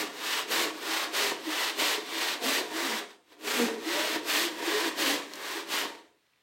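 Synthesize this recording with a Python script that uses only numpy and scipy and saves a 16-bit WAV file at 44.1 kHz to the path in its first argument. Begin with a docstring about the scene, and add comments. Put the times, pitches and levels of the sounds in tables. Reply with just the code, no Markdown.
"""A small woodworking shop: a big frame saw rips a board held upright in a bench vise, with one short halt.
The teeth tear fibres on each push and skate back on each pull. Their blows ring the board and now
and then fall into a regular judder. The taut blade sings under a hard push; the frame ticks at rest.
Heard in mono from close by, over a short room reverberation and faint still air."""
import sys
import numpy as np
from scipy import signal
from scipy.fft import rfft, irfft, next_fast_len
from scipy.io import wavfile
from scipy.ndimage import map_coordinates

SR = 44100
rng = np.random.default_rng(int(sys.argv[2]) if len(sys.argv) > 2 else 0)


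def dump_mix(stems):
    """Bounce the given channels to the path in sys.argv[1] as a 16-bit WAV at rate SR."""
    frames = np.atleast_2d(stems).T  # one column per channel
    limited = np.clip(frames, -1, 1)  # hard clip at full scale
    pcm = np.round(limited * 32767).astype(np.int16)
    wavfile.write(sys.argv[1], SR, pcm)


N = 283122
TIME_S = np.arange(N) / SR


def amp(db):
    """Decibels to gain."""
    return 10 ** (np.asarray(db) / 20)


def unit_rms(x):
    """x at rms 1."""
    return x / np.sqrt(np.mean(x ** 2) + 1e-20)


def log_interp(points, hz):
    """(freq_hz, value) points interpolated on a log axis."""
    point_hz, values = np.transpose(points)
    return np.interp(np.log(hz + 1), np.log(point_hz + 1), values)


def wobble(knots_per_s):
    """Smooth random curve."""
    knots = rng.standard_normal(int(N * knots_per_s / SR) + 4)
    return map_coordinates(knots, [TIME_S * knots_per_s])


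def filtered(x, response):
    """x through a complex frequency response."""
    size = next_fast_len(N + SR // 2)
    return irfft(rfft(x, size) * response(np.fft.rfftfreq(size, 1 / SR)), size)[:N]


def coloured(x, spectrum):
    """x shaped by a spectrum, at rms 1."""
    return unit_rms(filtered(x, lambda hz: amp(log_interp(spectrum, hz))))


def resonance(hz, centre_hz, width_hz):
    """Response of one damped mode."""
    return 1j * hz * width_hz / (centre_hz ** 2 - hz * hz + 1j * hz * width_hz)


def tone(hz, db, start_s, end_s, waver, flutter_db):
    """Unsteady partial, gated with 10 ms ramps."""
    gate = np.clip(np.minimum(TIME_S - start_s, end_s - TIME_S) / .01, 0, 1)
    cycles = np.cumsum(hz * (1 + waver * wobble(160))) / SR
    flutter = amp(flutter_db * wobble(90))
    return gate * amp(db) * unit_rms(np.sin(2 * np.pi * cycles) * flutter)


def glides(rows, waver, flutter_db):
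    """Short unsteady tones that swell and fade as their pitch glides."""
    out = np.zeros(N)
    drift = 1 + waver * wobble(160)
    swing_db = flutter_db * wobble(90)
    for start_s, length_s, first_hz, last_hz, level_db in rows:
        near = (TIME_S > start_s) & (TIME_S < start_s + length_s)
        progress = (TIME_S[near] - start_s) / length_s
        hz = (first_hz + (last_hz - first_hz) * progress) * drift[near]
        swell = np.sin(np.pi * progress) ** 0.66
        out[near] += amp(level_db + swing_db[near]) * swell * np.sin(2 * np.pi * np.cumsum(hz) / SR)
    return out


# Room noise spectrum: freq_hz, relative_db
AIR_SPECTRUM = [(25, -25.5), (70, -5), (350, -5), (800, -8), (2500, -7), (6000, -16), (16000, -22)]


def still_air(level_db=-75):
    """Faint steady noise of the room."""
    return amp(level_db) * coloured(rng.standard_normal(N), AIR_SPECTRUM)


# Room decay: freq_hz, t60_s
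SHOP_DECAY = [(150, 0.39), (400, 0.5), (2000, 0.31), (5000, 0.34), (9000, 0.58), (15000, 0.1)]


def shop_reverb(x, level_db=-8.5, treble_cut_hz=8000, positions=20):
    """Reflections change as saw and sawyer move; the reverberation is duller in the treble."""
    out = np.zeros(N)
    position = np.linspace(0, positions - 1, N)
    for k in range(positions):
        hz, age_s, noise = signal.stft(rng.standard_normal(SR * 3 // 4), SR, nperseg=256)
        decay = amp(-60 * age_s / log_interp(SHOP_DECAY, hz)[:, None])
        tail = signal.istft(noise * decay, SR, nperseg=256)[1]
        crossfade = np.sqrt(np.maximum(1 - np.abs(position - k), 0))
        out += signal.oaconvolve(x * crossfade, tail / np.linalg.norm(tail))[:N]
    return amp(level_db) * filtered(out, lambda hz: 1 / (1 + (hz / treble_cut_hz) ** 2))


# Frame and blade ticks: start_s, peak_db, pitch_hz, width_hz
FRAME_TICKS = [(5.336, -24.5, 4120, 6000), (5.356, -34, 6000, 7000), (6.266, -64, 2900, 1505),
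               (6.335, -58, 2420, 1500), (6.36, -65, 2290, 1500)]


def frame_ticks(t60_s=0.018):
    """Slack in the frame closes with a short dry tick."""
    out = np.zeros(N)
    for start_s, peak_db, pitch_hz, width_hz in FRAME_TICKS:
        age_s = TIME_S - start_s
        burst = rng.standard_normal(N) * (age_s >= 0) * amp(-60 * np.abs(age_s) / t60_s)
        tick = filtered(burst, lambda hz: resonance(hz, pitch_hz, width_hz) ** 2)
        out += amp(peak_db) * tick / np.abs(tick).max()
    return out


# Blade tones: start_s, length_s, first_hz, last_hz, level_db
BLADE_TONES = [(.56, .09, 1750, 1760, -44), (1.25, 0.076, 1795, 1810, -38), (1.87, 0.12, 1810, 1795, -39.5),
               (2.53, 0.063, 1880, 1890, -37), (4.34, 0.1, 1886, 1847, -34)]


def blade_singing():
    """Taut steel rings briefly when the teeth drive it hard."""
    return glides(BLADE_TONES, waver=0.0079, flutter_db=3.0)


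# Blade binding: time_s, tooth_rate_hz, fundamental_relative_db, octave_relative_db
BIND_CURVE = [(3.549, 254.4, -54, -59), (3.59, 247.5, -35.5, -41), (3.633, 236.4, -34, -34),
              (3.665, 226.4, -39, -45), (3.71, 221, -66, -43.5), (3.74, 236.8, -57, -40.5),
              (3.81, 201, -59.5, -45)]
# Teeth in step: start_s, length_s, first_hz, last_hz, level_db
TOOTH_HUMS = [(-.04, .14, 327, 303, -41), (.55, 0.085, 308, 365, -35), (.62, 0.106, 484, 415, -43),
              (.88, 0.078, 312, 340, -39.5), (1.201, 0.11, 415.3, 403, -34.5),
              (1.45, 0.057, 337.2, 298, -36), (1.91, 0.1, 425, 418, -37), (2.11, 0.094, 320, 336.6, -41.5),
              (2.438, 0.086, 234, 294.5, -34), (2.721, 0.14, 312, 352, -34.5),
              (2.821, 0.086, 271.9, 270, -37), (2.87, .11, 227.1, 211.1, -41.5),
              (3.86, 0.084, 318, 364, -32.5), (3.905, .18, 559.5, 644, -35.5),
              (4.332, 0.1, 277.4, 346.4, -35.5), (4.426, 0.059, 370.7, 327.6, -32),
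              (4.655, 0.061, 325, 365, -29), (4.703, .11, 413, 443.5, -31),
              (4.81, 0.081, 360.3, 312, -33.5), (4.973, 0.074, 312.4, 332, -35),
              (5.031, .14, 251.1, 302.6, -36), (5.54, .07, 316.1, 338, -36)]


def judder(bind_gain_db=4.5):
    """Teeth catch in step and swing the board at the tooth rate."""
    time_s, *columns = np.transpose(BIND_CURVE)
    hz, fundamental_db, octave_db = (np.interp(TIME_S, time_s, column) for column in columns)
    span_s = time_s[0], time_s[-1]
    fundamental = tone(hz, fundamental_db, *span_s, waver=0.014, flutter_db=4.0)
    octave = tone(2 * hz, octave_db - 0.5, *span_s, waver=0.02406, flutter_db=2.5)
    hums = glides(TOOTH_HUMS, waver=0.025, flutter_db=2.5)
    return amp(bind_gain_db) * (fundamental + octave) + hums


# Catches at the start of a push: start_s, level_db
PUSH_JOLTS = [(0.498, -32), (1.14, -37), (1.78, -36), (2.432, -35)]
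# Woody thump spectrum: freq_hz, relative_db
JOLT_SPECTRUM = [(60, -24.5), (170, -14), (260, 3), (480, 20), (700, -4.5), (1500, -29), (5000, -46)]


def jolts(force, rise_s=0.0036, t60_s=0.083):
    """The first teeth of a hard push catch abruptly and thump the wood."""
    envelope = np.zeros(N)
    for start_s, level_db in PUSH_JOLTS:
        age_s = np.maximum(TIME_S - start_s, 0)
        envelope += amp(level_db - 60 * age_s / t60_s) * (1 - np.exp(-age_s / rise_s))
    return envelope * coloured(force, JOLT_SPECTRUM)


# Clamped board modes: pitch_hz, width_hz, relative_db
BOARD_MODES = [(245.5, 30, -8), (314.6, 29.5, 4.5), (427.7, 30, -3), (486.8, 9.1, -2), (562, 65, -12.5),
               (711, 20, -5.5), (772, 23, -26), (932, 34, -5), (1157, 46, -19), (1810, 22, -8)]
# Bench thud spectrum: freq_hz, relative_db
BENCH_SPECTRUM = [(25, -57.5), (70, -23), (130, -5.5), (200, 3.5), (300, -1.5), (700, -32)]


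def board(force, bass_cut_hz=210, bench_db=-22):
    """The board rings in its modes but radiates little bass; the bench thuds faintly."""
    def response(hz):
        modes = sum((-1) ** k * amp(db) * resonance(hz, pitch_hz, width_hz)
                    for k, (pitch_hz, width_hz, db) in enumerate(BOARD_MODES))
        return modes * (hz / np.hypot(hz, bass_cut_hz)) ** 4

    return unit_rms(filtered(force, response)) + amp(bench_db) * coloured(force, BENCH_SPECTRUM)


def tooth_blows(tooth_phase, scatter_db=8.0):
    """One impulse per tooth entering the wood."""
    entering = np.diff(np.floor(tooth_phase), prepend=0)
    return unit_rms(entering * amp(scatter_db * rng.standard_normal(N)))


def fibre_snaps(tooth_phase, spread_db=1.5, bunching=0.12):
    """Dense uneven snaps of single fibres, bunched where a tooth strikes."""
    snaps = rng.standard_normal(N) * amp(spread_db * rng.standard_normal(N))
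    return unit_rms(snaps * np.exp(bunching * np.cos(2 * np.pi * tooth_phase)))


# Rasp spectra of cutting and skating teeth: freq_hz, relative_db
CUT_SPECTRUM = [(100, -62), (250, -10), (600, -3), (1000, -0.5), (1350, -2), (1850, 2), (2250, -0.5),
                (2900, 0), (4300, -2), (5500, -6.5), (8000, -9.5), (10300, -16), (12300, -12.5),
                (16000, -18.5)]
SKATE_SPECTRUM = [(100, -56.5), (280, -27), (600, -5), (1000, 1.5), (1350, -2), (1850, 2), (2300, -1.5),
                  (3700, -1), (5200, -6.5), (7300, -11.5), (8300, -11), (9800, -18), (12700, -15.5),
                  (16000, -19)]


def rasp(tearing, pushing, ring_db, tilt_db, ring_hz=3500, ring_octaves=0.74, tilt_hz=11000):
    """Kerf noise, coloured by the blade's broad ring and a varying treble tilt."""
    kerf = pushing * coloured(tearing, CUT_SPECTRUM) + (1 - pushing) * coloured(tearing, SKATE_SPECTRUM)
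    hz, frame_s, spectra = signal.stft(kerf, SR, nperseg=256)
    ring_shape = np.exp(-(np.log2((hz + 1) / ring_hz) / ring_octaves) ** 2) - .5
    colour_db = np.outer(ring_shape, np.interp(frame_s, TIME_S, ring_db))
    colour_db += np.outer(hz / tilt_hz, np.interp(frame_s, TIME_S, tilt_db))
    return signal.istft(spectra * amp(colour_db), SR)[1][:N]


def strokes(rows, pushing, arch_db=2, half_speed_db=10.5):
    """Each stroke rises, holds and falls. Returns summed power and seven power-weighted controls."""
    sums = np.zeros((8, N))
    for full_bite_s, hold_s, bite_db, rise_db_per_s, fall_db_per_s, *timbre_db in rows:
        near = (TIME_S > full_bite_s - 1) & (TIME_S < full_bite_s + hold_s + 1)
        age_s = TIME_S[near] - full_bite_s
        progress = np.clip(age_s / hold_s, 0, 1)
        eased_db = rise_db_per_s * np.maximum(-age_s, 0) + fall_db_per_s * np.maximum(age_s - hold_s, 0)
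        arm_db = arch_db * (np.sin(np.pi * progress) - .5)  # the arm bears down hardest mid-hold
        power = amp(bite_db - eased_db + arm_db) ** 2
        speed = .5 ** (eased_db / half_speed_db)
        braking = (1 - speed) * (age_s > hold_s)
        for total, value in zip(sums, (1, speed, braking, progress, pushing, *timbre_db)):
            total[near] += power * value
    return sums


# Cutting pushes and skating pulls (only slight at rest):
# full_bite_s, hold_s, bite_db, rise_db_per_s, fall_db_per_s, board_db, ring_db, treble_db
PUSH_STROKES = [(-.097, 0.11, -30.5, 350, 156.5, 1.5, -1.5, 0.5),
                (.513, 0.13, -29.5, 410, 153.5, 0.5, -0.5, 1),
                (1.155, 0.14, -28.5, 410.5, 173, -1, 1.5, 0.5), (1.793, 0.15, -29, 410, 163, -0.5, 1.5, 1),
                (2.443, .15, -30, 410, 174, 2, 1, 1.5), (3.476, 0.17, -31, 330, 113.5, 1, -2, -0.5),
                (4.292, .162, -29, 313, 184, -0.5, 1.5, 2.5), (4.996, .14, -29, 394.5, 137, 0.5, 0.5, 1.5),
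                (5.716, 0.098, -31, 360, 128.5, -1.5, 1.5, 1)]
PULL_STROKES = [(.269, 0.14, -31.5, 107.7, 225.6, -4, .5, 0.65),
                (.895, 0.15, -31.5, 105.6, 189.8, -2.5, .5, -0.065),
                (1.53, 0.17, -31.5, 124.8, 213.6, -2.5, 1.1, 0.87),
                (2.174, 0.16, -31, 96.93, 208.5, -1, 1.17, 0.17),
                (2.781, 0.21, -32.5, 128.8, 215.1, -1, -1.2, -0.52),
                (3.09, 0.036, -54, 250.5, 219.6, -7.5, 0, -0.5),
                (3.317, .022, -57.5, 211.1, 244.8, -6.5, 1.5, -0.18),
                (3.907, 0.25, -31.5, 154.7, 193, 0.5, .5, 0.57),
                (4.668, 0.22, -31.5, 118.9, 203.4, 1.5, -0.35, -0.19),
                (5.465, .14, -37, 74.05, 215.5, -3.5, -1.1, -0.33),
                (6.19, 0.33, -75.5, 199.7, 200, -14.5, 1.07, -2.2)]


def sawing(tooth_rate_hz=480.6, stall_db=-12, clog_db=-1, light_bite_db=-43, board_gain_db=3.5):
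    """Tearing fibres rasp in the kerf while the teeth shake the board."""
    power, *weighted = strokes(PUSH_STROKES, pushing=True) + strokes(PULL_STROKES, pushing=False)
    speed, braking, progress, pushing, board_db, ring_db, treble_db = weighted / power
    bite_db = 10 * np.log10(power)
    unevenness = np.exp(.14 * wobble(140))  # hand-filed teeth in uneven grain
    tooth_phase = np.cumsum(tooth_rate_hz * speed * unevenness) / SR
    tearing = fibre_snaps(tooth_phase)
    # a slowing blade and gullets filling with sawdust both dull the rasp
    tilt_db = treble_db + stall_db * braking + clog_db * (progress - .5)
    grain_db = 0.78 * wobble(70)
    kerf = amp(bite_db + grain_db) * rasp(tearing, pushing, ring_db, tilt_db)
    # even a light bite shakes the board almost fully
    shake = amp(board_gain_db + board_db + bite_db) / np.hypot(1, amp(bite_db - light_bite_db))
    force = tooth_blows(tooth_phase) + tearing
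    return kerf + shake * board(force) + jolts(force)


def scene():
    """Saw, reverberation and still air, alike in both channels."""
    saw = sawing() + judder() + blade_singing() + frame_ticks()
    mono = saw + shop_reverb(saw) + still_air()
    return np.array([mono, mono])


def record(dry, cutoff_hz=15850):
    """Brick-wall low-pass."""
    return np.array([filtered(channel, lambda hz: hz < cutoff_hz) for channel in dry])


dry = scene()
out = record(dry)
dump_mix(out)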